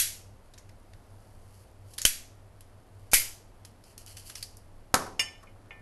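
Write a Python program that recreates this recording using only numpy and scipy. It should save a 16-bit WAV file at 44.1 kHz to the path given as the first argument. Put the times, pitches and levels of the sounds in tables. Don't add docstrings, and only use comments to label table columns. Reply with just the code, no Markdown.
import sys
import numpy as np
from scipy import signal
from scipy.fft import rfft, irfft, next_fast_len
from scipy.io import wavfile
from scipy.ndimage import map_coordinates

SR = 44100
rng = np.random.default_rng(int(sys.argv[2]) if len(sys.argv) > 2 else 0)


def store_wav(level_fs):
    pcm = np.round(np.clip(np.atleast_2d(level_fs), -1, 1) * 32767)
    wavfile.write(sys.argv[1], SR, pcm.T.astype(np.int16))


N = 256529
CLOCK = np.arange(N) / SR
T = np.arange(int(.45 * SR)) / SR

# f/Hz, level/dB
LIGHT_SPECTRUM = [(150, -18.5), (800, -15), (1800, -2), (3200, -5), (5200, 3), (8000, -1), (11500, 2.5),
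                  (12500, -8), (14000, -58.5)]
THUD_SPECTRUM = [(40, -14), (120, -6), (260, -4.5), (600, -1.5), (1200, 3), (1750, -6.5), (2300, -16.5),
                 (3500, -23), (7000, -30), (12000, -41.5)]
# f/Hz, t60/s
ROOM_DECAY = [(100, 0.8), (400, 0.87), (1200, 0.39), (3000, 0.43), (6000, 0.43), (9000, .36), (12000, .33)]


def cutter(shut_ring_db=-25, open_ring_db=-24.5):
    # t/s, level/dB, tilt/(dB/octave), room/dB, bite f/Hz, bite/dB
    closings = [(-.016, -9, 2, -6, 6450, -7.5), (2.0516, -10.5, 0.33, -9.5, 3097, -2.5)]
    # t/s, level/dB, length/s, tilt/(dB/octave), knock/dB, jolt/dB
    openings = [(3.1331, -11, 0.0024, 0.5, -7.5, -4), (3.1393, -17.5, .0065, 6, -22, -10),
                (3.159, -16, 0.00047, 11, -24, -15.5)]
    # f/Hz, level/dB, t60/s
    shut_modes = [(1597, -4.5, .12), (3350, -3, .34), (4005, -4, .32), (4590, -4, .38), (5760, -8, .38),
                  (6137, -3, .26), (8627, 1, 0.26), (11250, 3, .25), (11440, -1.5, 0.35)]
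    open_modes = [(1367, -18, .45), (1950, -4, .26), (2130, -1, .3), (2300, -1, .25), (2450, -2, .22),
                  (3031, -10, .45), (4452, -5, .27), (4867, -4, .38), (8619, -5, .26), (11460, -1, .24),
                  (11690, 0, .27), (11950, 2, .22)]
    out = np.zeros(N)
    for s, db, tilt, room_db, bite_hz, bite_db in closings:
        blow = snap(0.0038, tilt, room_db, bite_hz, bite_db, knock_db=-36.5, jolt_db=-8)
        steel = amp(shut_ring_db) * ring(shut_modes, blur=0.73, blur_rate=150)
        add(out, s, amp(db) * (blow + steel))
    for s, db, length, tilt, knock_db, jolt_db in openings:
        blow = snap(length, tilt, room_share(-4, length), bite_hz=2332, bite_db=-11.5,
                    knock_db=knock_db, jolt_db=jolt_db)
        steel = amp(open_ring_db) * ring(open_modes, blur=0.98, blur_rate=150)
        add(out, s, amp(db) * (blow + steel))
    return out


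def snap(length, tilt, room_db, bite_hz, bite_db, knock_db, jolt_db, lowest_hz=1300, shudder_db=-19):
    # f/Hz, level/dB
    steel_spectrum = [(100, -19.5), (400, -29.5), (1150, -11), (1600, -1.5), (2600, -1), (3800, -4),
                      (6200, 0.5), (8200, -0.5), (10500, 1.5), (11800, 5), (12500, -9), (14000, -58)]
    case_spectrum = [(30, -11), (130, -1.5), (280, 2.5), (420, -12), (650, 2), (1000, -19), (2500, -30),
                     (9000, -59)]
    crack = contact(steel_spectrum, length, tilt, room_db, grain_db=8)
    crack = butterworth(crack, 3, lowest_hz, 'high')
    choke = (1 - np.exp(-T / 0.00047)) * fade(T - length, t60=0.0099)
    bite = amp(bite_db) * np.sin(2 * np.pi * bite_hz * T) * choke
    shudder = amp(shudder_db) * contact(case_spectrum, length, tilt=0, room_db=-20)
    jolt = amp(jolt_db) * (push(0.00059) + shudder)
    knock = amp(knock_db) * contact(THUD_SPECTRUM, length, tilt=0, room_db=-21)
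    return crack + bite + jolt + knock


def table_knocks(ring_db=-20, slap_db=4, slap_hz=1270, push_db=-2, thud_db=-5):
    # t/s, level/dB, length/s, steel click/dB
    knocks = [(4.9414, -11.5, 0.00094, -12), (4.9426, -23, 0.0022, 9.5), (4.9452, -17.5, 0.0011, -19),
              (5.024, -34, 0.0013, -26), (5.065, -40, 0.0083, -18), (5.429, -50, 0.0097, -11.5),
              (5.557, -60, 0.0088, -28.5), (5.658, -54.5, 0.0052, -21)]
    # f/Hz, level/dB, t60/s
    wood_modes = [(165, -16, .3), (255, -6.5, .33), (409, -8, .17), (510, -8, .28), (700, -7, .22),
                  (1095, -4, .16), (1300, -2, .13), (1365, 0, .16), (1540, 2, .16), (1790, 3, .13),
                  (2260, -12, .12)]
    out = np.zeros(N)
    board = amp(push_db) * push(0.00039)
    slap = amp(slap_db) * np.sin(2 * np.pi * slap_hz * T) * fade(T, t60=0.011)
    for s, db, length, click_db in knocks:
        thud = contact(THUD_SPECTRUM, length, tilt=0, room_db=room_share(-4.5, length), stop_t60=0.0025)
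        wood = amp(thud_db) * thud + amp(ring_db) * ring(wood_modes, blur=0.61)
        click = amp(click_db) * contact(LIGHT_SPECTRUM, length, tilt=-0.45, room_db=-15)
        add(out, s, amp(db) * (board + slap + wood + click))
    return out


def ashtray(tick_db=-7, free_share=0.44, touch_t60=0.14):
    # t/s, level/dB, tilt/(dB/octave), thud/dB
    clinks = [(5.1940, -24.5, -0.5, -7), (5.471, -53.5, -31, -15), (5.7075, -38, -33, -4.5)]
    # f/Hz, level/dB, t60/s
    dish_modes = [(1791, -10, .42), (2033, -14, .34), (2098, -12, .14), (2187, -4, .17), (2397, 0, .15),
                  (2480, -5, .12), (2821, -3, .15), (2951, -5, .15), (3024, -1, .2), (3417, -8, .2),
                  (3530, -10, .17), (4705, -8, .27), (4866, -14, .28), (5133, -13, .28), (5274, -1.5, .16),
                  (5426, -3, .19), (6395, -9, .25), (6689, -9, .2), (6820, -10, .22), (7258, -12, .17),
                  (7500, -12, .17), (8175, -11, .15), (8880, -17, .19), (9228, -18, .22), (9286, -18, .2),
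                  (9524, -20, .2), (10163, -20, .2), (10400, -16, .14), (10870, -18, .14),
                  (11153, -18, .14), (11635, -18, .14), (11920, -18, .14)]
    out = np.zeros(N)
    damping = free_share + (1 - free_share) * fade(T, touch_t60)
    for s, db, tilt, thud_db in clinks:
        dish = damping * ring(dish_modes, blur=0.32, tilt=tilt, blur_rate=43, linger_db=-10)
        thud = amp(thud_db) * contact(THUD_SPECTRUM, length=0.00078, tilt=1, room_db=-10)
        tick = amp(tick_db) * contact(LIGHT_SPECTRUM, length=0.0021, tilt=tilt - 1, room_db=-6,
                                      peak_hz=2400, peak_db=23, peak_octaves=0.34)
        add(out, s, amp(db) * (dish + thud + tick))
    return out


def cigar():
    # t/s, touch level/dB, touch length/s, tilt/(dB/octave), resonance f/Hz, drag level/dB, drag length/s
    scrapes = [(3.649, -49.5, 0.0058, 0, 3260, -63.5, .02), (3.839, -53.5, .003, 0.5, 5130, -62, 0.068),
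               (3.978, -40, 0.0035, 4, 2940, -58.5, .04), (4.063, -51, 0.0015, 3, 3100, -52, 0.056),
               (4.1654, -48.5, 0.0091, -0.5, 2900, -48.5, 0.021),
               (4.297, -44, 0.0063, -2.5, 3030, -54, .02), (4.3528, -38, 0.0071, -1.5, 5400, -49.5, 0.027),
               (4.427, -30.5, 0.0033, 1.5, 4650, -70.5, 0.11), (4.5695, -43.5, 0.0014, 10, 5130, -72, .02)]
    touches, pressure = np.zeros(N), np.zeros(N)
    for s, db, length, tilt, hz, drag_db, drag_length in scrapes:
        touch = contact(LIGHT_SPECTRUM, length, tilt, room_share(-12.5, length),
                        stop_t60=0.013, peak_hz=hz, peak_db=8.5, grain_db=7)
        add(touches, s, amp(db) * touch)
        drag = (1 - np.exp(-T / 0.0057)) * fade(T - drag_length, t60=0.25)
        add(pressure, s, amp(drag_db) * drag)
    return touches + pressure * friction(tilt=0)


def handling(grip_db=-75.5):
    # t/s, level/dB, length/s, tilt/(dB/octave), resonance f/Hz
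    bursts = [(.537, -52, 0.0051, -3.5, 3750), (.578, -50.5, .0048, -4, 2060),
              (0.582, -50.5, .006, -1, 6600), (0.691, -58, 0.0067, -5, 2050),
              (0.934, -56, 0.0038, -5.5, 3750), (1.935, -50.5, 0.0078, 2.5, 3430),
              (1.9806, -33, 0.003, 1.5, 3300), (1.9846, -23.5, 0.0011, -0.5, 4400),
              (2.0163, -24, 0.0023, 1.5, 6550), (2.6078, -47, 0.0017, 1.5, 3190),
              (3.115, -39, 0.029, 0, 6610)]
    # middle t/s, half length/s, level/dB
    strokes = [(.46, 0.026, -81), (1.3, 0.31, -76), (1.58, 0.085, -69), (1.94, .06, -61.5),
               (3.04, .08, -77), (4.29, 0.034, -49.5)]
    swells = sum(amp(db) * np.exp(-((CLOCK - s) / half) ** 2) for s, half, db in strokes)
    out = (amp(grip_db) + swells) * friction(tilt=2.5)
    for s, db, length, tilt, hz in bursts:
        burst = contact(LIGHT_SPECTRUM, length, tilt, room_share(-11.5, length),
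                        stop_t60=0.007, peak_hz=hz, peak_db=10, grain_db=4.5)
        add(out, s, amp(db) * burst)
    return out


def friction(tilt, grain_db=2):
    # f/Hz, level/dB
    rub_spectrum = [(200, -26), (1000, -14.5), (2300, -7.5), (3000, -0.5), (3650, -13.5), (4500, 1.5),
                    (5500, -4), (8600, -5.5), (9600, -3.5), (11000, -2.5), (12500, -3.5), (14000, -55)]
    return unit(noise(rub_spectrum, N, tilt) * amp(grain_db * wobble(400, N)))


def contact(spectrum, length, tilt, room_db, stop_t60=0.004, grain_db=2, **resonance):
    roughness = np.interp(T * 2500, np.arange(2048), rng.standard_normal(size=2048))
    impacts = unit(amp(grain_db * roughness))
    grating = impacts * (1 - np.exp(-T / 0.00012)) * fade(T - length, stop_t60)
    direct, diffuse = (noise(spectrum, len(T), tilt, **resonance) for _ in range(2))
    return direct * grating + amp(room_db) * room(diffuse)


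def push(length_s):
    return (1 - T / length_s) * np.exp(-T / length_s)


def ring(modes, blur, tilt=0, blur_rate=70, linger_db=-30, pivot_hz=2300):
    out = np.zeros(len(T))
    for hz, db, t60 in modes:
        knots = rng.standard_normal(size=256) + 1j * rng.standard_normal(size=256)
        echoes = np.interp(T * blur_rate, np.arange(len(knots)), knots) * (1 - np.exp(-T / 0.004))
        lingering = amp(linger_db) * echoes * fade(T, along(ROOM_DECAY, hz))
        envelope = (1 + blur * echoes) * fade(T, t60) + lingering
        tone = np.real(envelope * np.exp(2j * np.pi * (hz * T + rng.random())))
        treble_db = tilt * max(np.log2(hz / pivot_hz), 0)
        out += amp(db + treble_db + rng.normal(0, 1)) * tone
    return out * (1 - np.exp(-T / 0.00067))


def room(x, near_db=2, near_t60=0.089, ceiling_s=.0105, ceiling_width_s=0.004, ceiling_db=-1):
    hz, t, bands = signal.stft(x, SR, nperseg=256)
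    decay = fade(t, along(ROOM_DECAY, hz)[:, None])
    tail = signal.istft(bands * decay, SR, nperseg=256)[1][:len(T)]
    near = amp(near_db) * fade(T, near_t60)
    ceiling = amp(ceiling_db) * np.exp(-((T - ceiling_s) / ceiling_width_s) ** 2)
    return .5 * (tail + x * (near + ceiling)) * (1 - np.exp(-T / 0.0036))


def room_share(db, length, typical_s=.003):
    return db + 10 * np.log10(length / typical_s)


def room_tone(air_db=-53, waver_db=2, waver_hz=5.8):
    # f/Hz, level/dB
    air_spectrum = [(12, -33), (20, 6.5), (63, -16.5), (80, -9), (102, -0.5), (134, -19), (222, -16.5),
                    (268, -18.5), (351, -20.5), (496, -20.5), (632, -19.5), (2410, -36.5), (4580, -42.5),
                    (6660, -47), (12000, -45), (15600, -75.5), (22000, -120)]
    hum_tones = [(59.2, -65.5), (97, -63), (121, -79)]
    hum = np.zeros(N)
    for hz, db in hum_tones:
        rms = amp(db + waver_db * wobble(waver_hz, N))
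        phase = 2 * np.pi * hz * CLOCK + .5 * wobble(waver_hz, N)
        hum += rms * np.sqrt(2) * np.sin(phase)
    return hum + amp(air_db) * noise(air_spectrum, N)


def noise(spectrum, size, tilt=0, peak_hz=3000, peak_db=0, peak_octaves=.12):
    m = next_fast_len(size)
    hz = np.fft.rfftfreq(m, 1 / SR) + 1
    slope = tilt * np.log2(np.maximum(hz, 1000))
    peak = peak_db / (1 + (np.log2(hz / peak_hz) / peak_octaves) ** 2)
    colour = amp(along(spectrum, hz) + slope + peak)
    return unit(irfft(rfft(rng.standard_normal(m)) * colour, m)[:size])


def amp(db):
    return 10 ** (np.asarray(db) / 20)


def unit(x):
    return x / np.sqrt(np.mean(x ** 2) + 1e-20)


def along(points, hz):
    f, v = np.transpose(points)
    return np.interp(np.log(hz + 1), np.log(f), v)


def fade(t, t60):
    return np.exp(-np.log(1000) * np.maximum(t, 0) / t60)


def wobble(rate, size):
    knots = rng.standard_normal(int(size * rate / SR) + 4)
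    return map_coordinates(knots, [np.arange(size) * rate / SR])


def butterworth(x, order, hz, kind):
    return signal.sosfilt(signal.butter(order, hz, kind, fs=SR, output='sos'), x)


def add(track, s, x):
    start = round(s * SR)
    x = x[max(-start, 0):N - start]
    track[max(start, 0):][:len(x)] += x


def scene():
    return (cutter() + handling() + cigar() + table_knocks() + ashtray() + room_tone())[None]


def record(dry, clip_level=0.78, lopsided=4, recover_hz=5, top_hz=12080):
    treble = butterworth(dry, 2, 5000, 'high')
    offset = butterworth(treble ** 2, 1, 14, 'low')
    swing = butterworth(offset, 2, recover_hz, 'high')
    clipped = dry / (1 + (dry / clip_level) ** 4) ** (1 / 4)
    m = next_fast_len(N + SR // 2)
    band = 1 / np.sqrt(1 + (np.fft.rfftfreq(m, 1 / SR) / top_hz) ** 300)
    return irfft(rfft(clipped - lopsided * swing, m) * band, m)[:, :N]


dry = scene()
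out = record(dry)
store_wav(out)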